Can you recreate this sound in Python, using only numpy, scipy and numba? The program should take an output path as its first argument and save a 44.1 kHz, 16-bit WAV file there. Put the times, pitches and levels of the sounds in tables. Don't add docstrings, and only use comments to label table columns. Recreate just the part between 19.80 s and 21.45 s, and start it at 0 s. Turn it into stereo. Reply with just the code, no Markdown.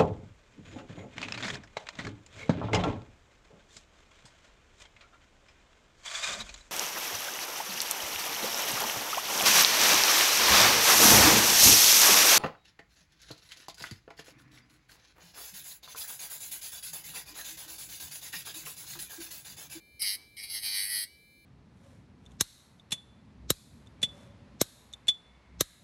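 import sys
import numpy as np
from scipy import signal
from scipy.fft import rfft, irfft, next_fast_len
from scipy.io import wavfile
from scipy.ndimage import uniform_filter1d, map_coordinates
from numba import njit

SR = 44100
rng = np.random.default_rng(int(sys.argv[2]) if len(sys.argv) > 2 else 0)


def wav_record(signal):
    frames = np.transpose(np.atleast_2d(signal))
    bounded = np.clip(frames, -1, 1)
    quanta = np.round(bounded * 32767).astype(np.int16)
    wavfile.write(sys.argv[1], SR, quanta)


N = 72765
T = np.arange(N) / SR
FFT_SIZE = next_fast_len(2 * N)
HZ = np.maximum(np.arange(FFT_SIZE // 2 + 1) * SR / FFT_SIZE, 1)

# frequency in Hz, relative spectral level in dB.
ROOM_SPECTRUM = [(20,-56),(40,-5),(60,4.5),(100,-0.5),(200,-4),(400,-8),(800,-19.5),(1600,-28.5),(5000,-30),(16000,-26)]
# time in seconds, turns per second.
DRUM_SPEED = [(0.17, 112.2), (0.19, 112.0), (0.23, 105.6), (0.29, 100.2), (0.344, 103.3), (0.394, 109.3),
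              (0.444, 110.9), (0.558, 111.8), (0.604, 107.1), (0.65, 105.8), (0.7, 107.4), (0.736, 107.4),
              (0.782, 104.5), (0.826, 106.5), (0.886, 101.4), (0.932, 101.8), (0.974, 98.8), (1.022, 100.5),
              (1.056, 100.2), (1.106, 103.7), (1.214, 100.3), (1.246, 101.2), (1.296, 109.2),
              (1.338, 110.7), (1.45, 111.6)]
# frequency in Hz, relative level in dB.
LOW_WHINE = [(1680, -85)]
UPPER_WHINE = [(2126, -82), (2353, -65), (3025, -82), (3688, -83), (4021, -76), (4360, -77), (5039, -85),
               (6385, -85), (7843, -86), (10729, -84), (11068, -90), (11429, -83), (12096, -88),
               (15348, -90), (15461, -86), (15692, -90)]
# time in seconds, then relative levels of rasp, claw and treble in dB.
SHORT_TOUCH = [(.193,-75,-72,-66),(.196,-46.5,-50,-45.5),(.212,-51.5,-39,-42.5),(.222,-30.5,-43,-27.5),(.242,-35.5,-35.5,-37.5),(.28,-31,-43.5,-34.5),(.315,-35.5,-45.5,-38),(.354,-42,-45.5,-39),(.372,-58.5,-65,-65),(.43,-61,-71,-89),(.52,-76,-81,-93)]
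LONG_TOUCH = [(.565,-83,-74,-63),(0.569,-49,-51,-53),(0.599,-47.5,-43.5,-51),(.625,-51.5,-48,-50),(0.641,-42,-45,-41),(0.666,-52,-53,-55),(.698,-49,-53.5,-49.5),(0.699,-42,-49.5,-41),(.732,-40,-51.5,-38),(0.751,-36,-44,-32.5),(.778,-35,-48,-40),(.814,-51,-54.5,-48.5),(0.835,-37.5,-43,-38),(.864,-33.5,-42.5,-35),(0.915,-37,-47,-39.5),(0.946,-34,-44.5,-35.5),(1.036,-35.5,-44.5,-35),(1.089,-45.5,-45,-38.5),(1.11,-40.5,-43.5,-36),(1.168,-36.5,-45.5,-34.5),(1.242,-40,-48,-36.5),(1.258,-60.5,-59,-71),(1.3,-64,-77,-73),(1.351,-66,-80,-83)]
# frequency in Hz, width in Hz, relative level in dB.
RASP_MODES = [(136,360,-25.5),(761,145,-19),(890,370,-24),(1290,260,-28),(1780,1040,-18.5),(2820,120,-7),(3121,353,0.5),(4031,350,3.5),(4515,340,6.5),(4900,270,3),(5290,520,2.5),(6252,500,-5)]
TREBLE_MODES = [(8228,370,-2.5),(9400,690,-10.5),(10144,313,1.5),(10700,500,-2.5),(11550,710,-2.5),(12250,340,-2.5),(13100,760,-6),(15100,610,-13),(15000,230,-6.5)]
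# time in seconds, frequency in Hz.
CLAW_PITCH = [(.2,2183),(.28,2103),(.36,2175),(.58,2187),(.67,2230),(.76,2110),(.86,2236),(1.0,2110),(1.1,2020),(1.23,2074)]
# frequency in Hz, width in Hz, level in dB against the main one.
CLAW_MODES = [(5180,580,-0.5),(8593,390,1)]
RASP_FORCE = dict(gain_db=0.5, wobble_db=3.7, oval_db=-1.57)
CLAW_FORCE = dict(gain_db=5, wobble_db=1.5, oval_db=-1.5)
TREBLE_FORCE = dict(gain_db=1.5, wobble_db=3, oval_db=-0.5)
# frequency in Hz, lead of the left in radians.
PORT_PHASE = [(100,0),(2400,0),(3000,.8),(3700,.4),(5500,.15),(6200,1.8),(6900,3.1),(7550,3.2),(8500,4.3),(9600,5.8),(10800,6.3),(12000,7.8),(12800,8.7),(13150,9.35),(14100,9.5),(14700,10.6),(16000,12)]
# frequency in Hz, left minus right in dB.
PORT_BALANCE = [(100,8),(2400,-5.5),(3200,-1),(4400,-6.5),(5400,2),(6500,-0.5),(16000,0.5)]

GRAINS_PER_TURN = 400
IDLE_SPEED, LOADED_SPEED = 111.25, 103.5


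def amp(db):
    return 10 ** (np.asarray(db) / 20)


def unit(x):
    return x / np.sqrt(np.mean(x ** 2))


def curve(at, rows, column=1):
    rows = np.array(rows)
    return np.interp(at, rows[:, 0], rows[:, column])


def shape(x, response):
    return irfft(rfft(x, FFT_SIZE) * response, FFT_SIZE)[..., :N]


def drift(rate_hz):
    return unit(map_coordinates(rng.standard_normal(256), [T * rate_hz], mode="mirror"))


def ring(x, modes):
    power = sum(amp(db) ** 2 / (1 + 2 * ((HZ - hz) / width) ** 2) ** 3 for hz, width, db in modes)
    cepstrum = irfft(np.log(np.sqrt(power) + 1e-6), FFT_SIZE)
    cepstrum[1:FFT_SIZE // 2] *= 2
    cepstrum[FFT_SIZE // 2 + 1:] = 0
    return shape(x, np.exp(rfft(cepstrum)))


def room_rumble(level_db=-64.5, wide_above_hz=420):
    gain = amp(curve(np.log(HZ), [(np.log(hz), db) for hz, db in ROOM_SPECTRUM]))
    mid = shape(rng.standard_normal(N), gain)
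    side = shape(rng.standard_normal(N), gain * HZ / (HZ + wide_above_hz))
    return amp(level_db) * unit(np.array([mid + side, mid - side]))


def motor(turns, whine_gain_db=2.5, waver_db=0.5, brush_db=-77.5):
    shaft_time = turns / DRUM_SPEED[0][1]
    whine = 0
    for hz, db in LOW_WHINE + UPPER_WHINE:
        peak = np.sqrt(2) * amp(db + waver_db * drift(12.1))
        whine += peak * np.sin(2 * np.pi * (hz * shaft_time + rng.random()))
    one_turn = rng.standard_normal(400)
    brushes = map_coordinates(one_turn, [turns * len(one_turn)], mode="grid-wrap")
    return amp(whine_gain_db) * whine + amp(brush_db) * unit(ring(brushes, TREBLE_MODES))


def grit(turns, spread_db=6, tracks_per_s=6.12):
    size = (64, GRAINS_PER_TURN)
    signs = rng.choice([-1., 1.], size)
    grains = signs * amp(spread_db * np.minimum(rng.exponential(size=size), 5))
    grains /= np.sqrt(np.mean(grains ** 2, axis=1, keepdims=True))
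    return unit(map_coordinates(grains, [T * tracks_per_s, turns * GRAINS_PER_TURN], mode="grid-wrap"))


def contact(scrape, turns, chips, gain_db, wobble_db, oval_db):
    angle = 2 * np.pi * (turns - .55)
    swing = 1 + 0.059 * np.clip(curve(T, DRUM_SPEED) - LOADED_SPEED, 0, 7)
    press = amp(wobble_db * swing * np.cos(angle) + oval_db * np.cos(2 * angle))
    press /= np.sqrt(uniform_filter1d(press ** 2, size=1280))
    return amp(gain_db) * unit(press * (scrape + chips * rng.standard_normal(N)))


@njit
def bandpass(x, hz, width):
    out, band_state, low_state = np.empty(len(x)), 0., 0.
    for i in range(len(x)):
        tuning, damping = np.tan(np.pi * hz[i] / SR), width[i] / hz[i]
        band = (band_state + tuning * (x[i] - low_state)) / (1 + tuning * (tuning + damping))
        band_state = 2 * band - band_state
        low_state += 2 * tuning * band
        out[i] = damping * band
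    return out


def claw(force):
    hz = curve(T, CLAW_PITCH)
    speed_lost = np.maximum(IDLE_SPEED - curve(T, DRUM_SPEED), 0)
    width_hz = 180 + 30.5 * speed_lost
    main = bandpass(bandpass(force, hz, width_hz), hz, width_hz)
    return main + ring(force, CLAW_MODES)


def touches(column, release_s=0.041):
    gain = 0
    for rows in (SHORT_TOUCH, LONG_TOUCH):
        start, end = rows[0][0], rows[-1][0]
        release = np.exp(-np.maximum(T - end, 0) / release_s)
        gain += amp(curve(T, rows, column)) * (T > start) * release
    return gain


def grinding(turns, tall_db=14.5, tall_at_turns=0.11, tall_width_turns=0.075):
    scrape = grit(turns)
    from_patch = (turns - tall_at_turns + .5) % 1 - .5
    patch = np.exp(-(from_patch / tall_width_turns) ** 2)
    struck = unit(scrape * amp(tall_db * patch))
    rasp_force = contact(struck, turns, chips=.28, **RASP_FORCE)
    claw_force = contact(scrape, turns, chips=.28, **CLAW_FORCE)
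    treble_force = contact(struck, turns, chips=.5, **TREBLE_FORCE)
    rasp = unit(ring(rasp_force, RASP_MODES)) * rasp_force.std() * touches(column=1)
    buzz = unit(claw(claw_force)) * claw_force.std() * touches(column=2)
    treble = unit(ring(treble_force, TREBLE_MODES)) * treble_force.std() * touches(column=3)
    return rasp + buzz + treble


def knock(start_s=.226, level_db=-50, decay_s=0.004, cutoff_hz=603):
    thud = unit(shape(rng.standard_normal(N), 1 / (1 + (HZ / cutoff_hz) ** 2)))
    return amp(level_db) * thud * (T > start_s) * np.exp(-abs(T - start_s) / decay_s)


def rub(peak_s=.39, spread_s=.045, level_db=-65.5, hz=1210, width_hz=3900):
    friction = unit(ring(rng.standard_normal(N), [(hz, width_hz, 0)]))
    return amp(level_db) * friction * np.exp(-((T - peak_s) / spread_s) ** 2 / 2)


def reflections(x, t60_s, level_db, delay_s):
    tail = rng.standard_normal((2, N)) * np.exp(-np.log(1000) * T / t60_s) * (T > delay_s)
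    return amp(level_db) * shape(x, rfft(unit(tail) / np.sqrt(N), FFT_SIZE))


def hand_reflection(x, level_db=-17, delay_s=0.0011194, sway_s=.00006):
    delays = [delay_s + sway_s * drift(5.9) for _ in range(2)]
    return amp(level_db) * np.array([map_coordinates(x, [(T - delay) * SR]) for delay in delays])


def microphone_ports(x):
    left = amp(curve(HZ, PORT_BALANCE) / 2) * np.exp(.5j * curve(HZ, PORT_PHASE))
    return shape(x, np.array([left, 1 / left]))


def scene():
    flutter = 1 + 0.00039 * drift(24.18)
    turns = np.cumsum(curve(T, DRUM_SPEED) * flutter) / SR
    grinder = grinding(turns) + motor(turns) + knock() + rub()
    box = reflections(grinder, t60_s=0.12, level_db=-12.5, delay_s=0.0017)
    room = reflections(grinder, t60_s=0.75, level_db=-28.5, delay_s=0.017)
    return room_rumble() + microphone_ports(grinder + hand_reflection(grinder)) + box + room


def record(dry):
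    return signal.sosfilt(signal.ellip(10, .2, 70, 15900, fs=SR, output="sos"), dry)


dry = scene()
out = record(dry)
wav_record(out)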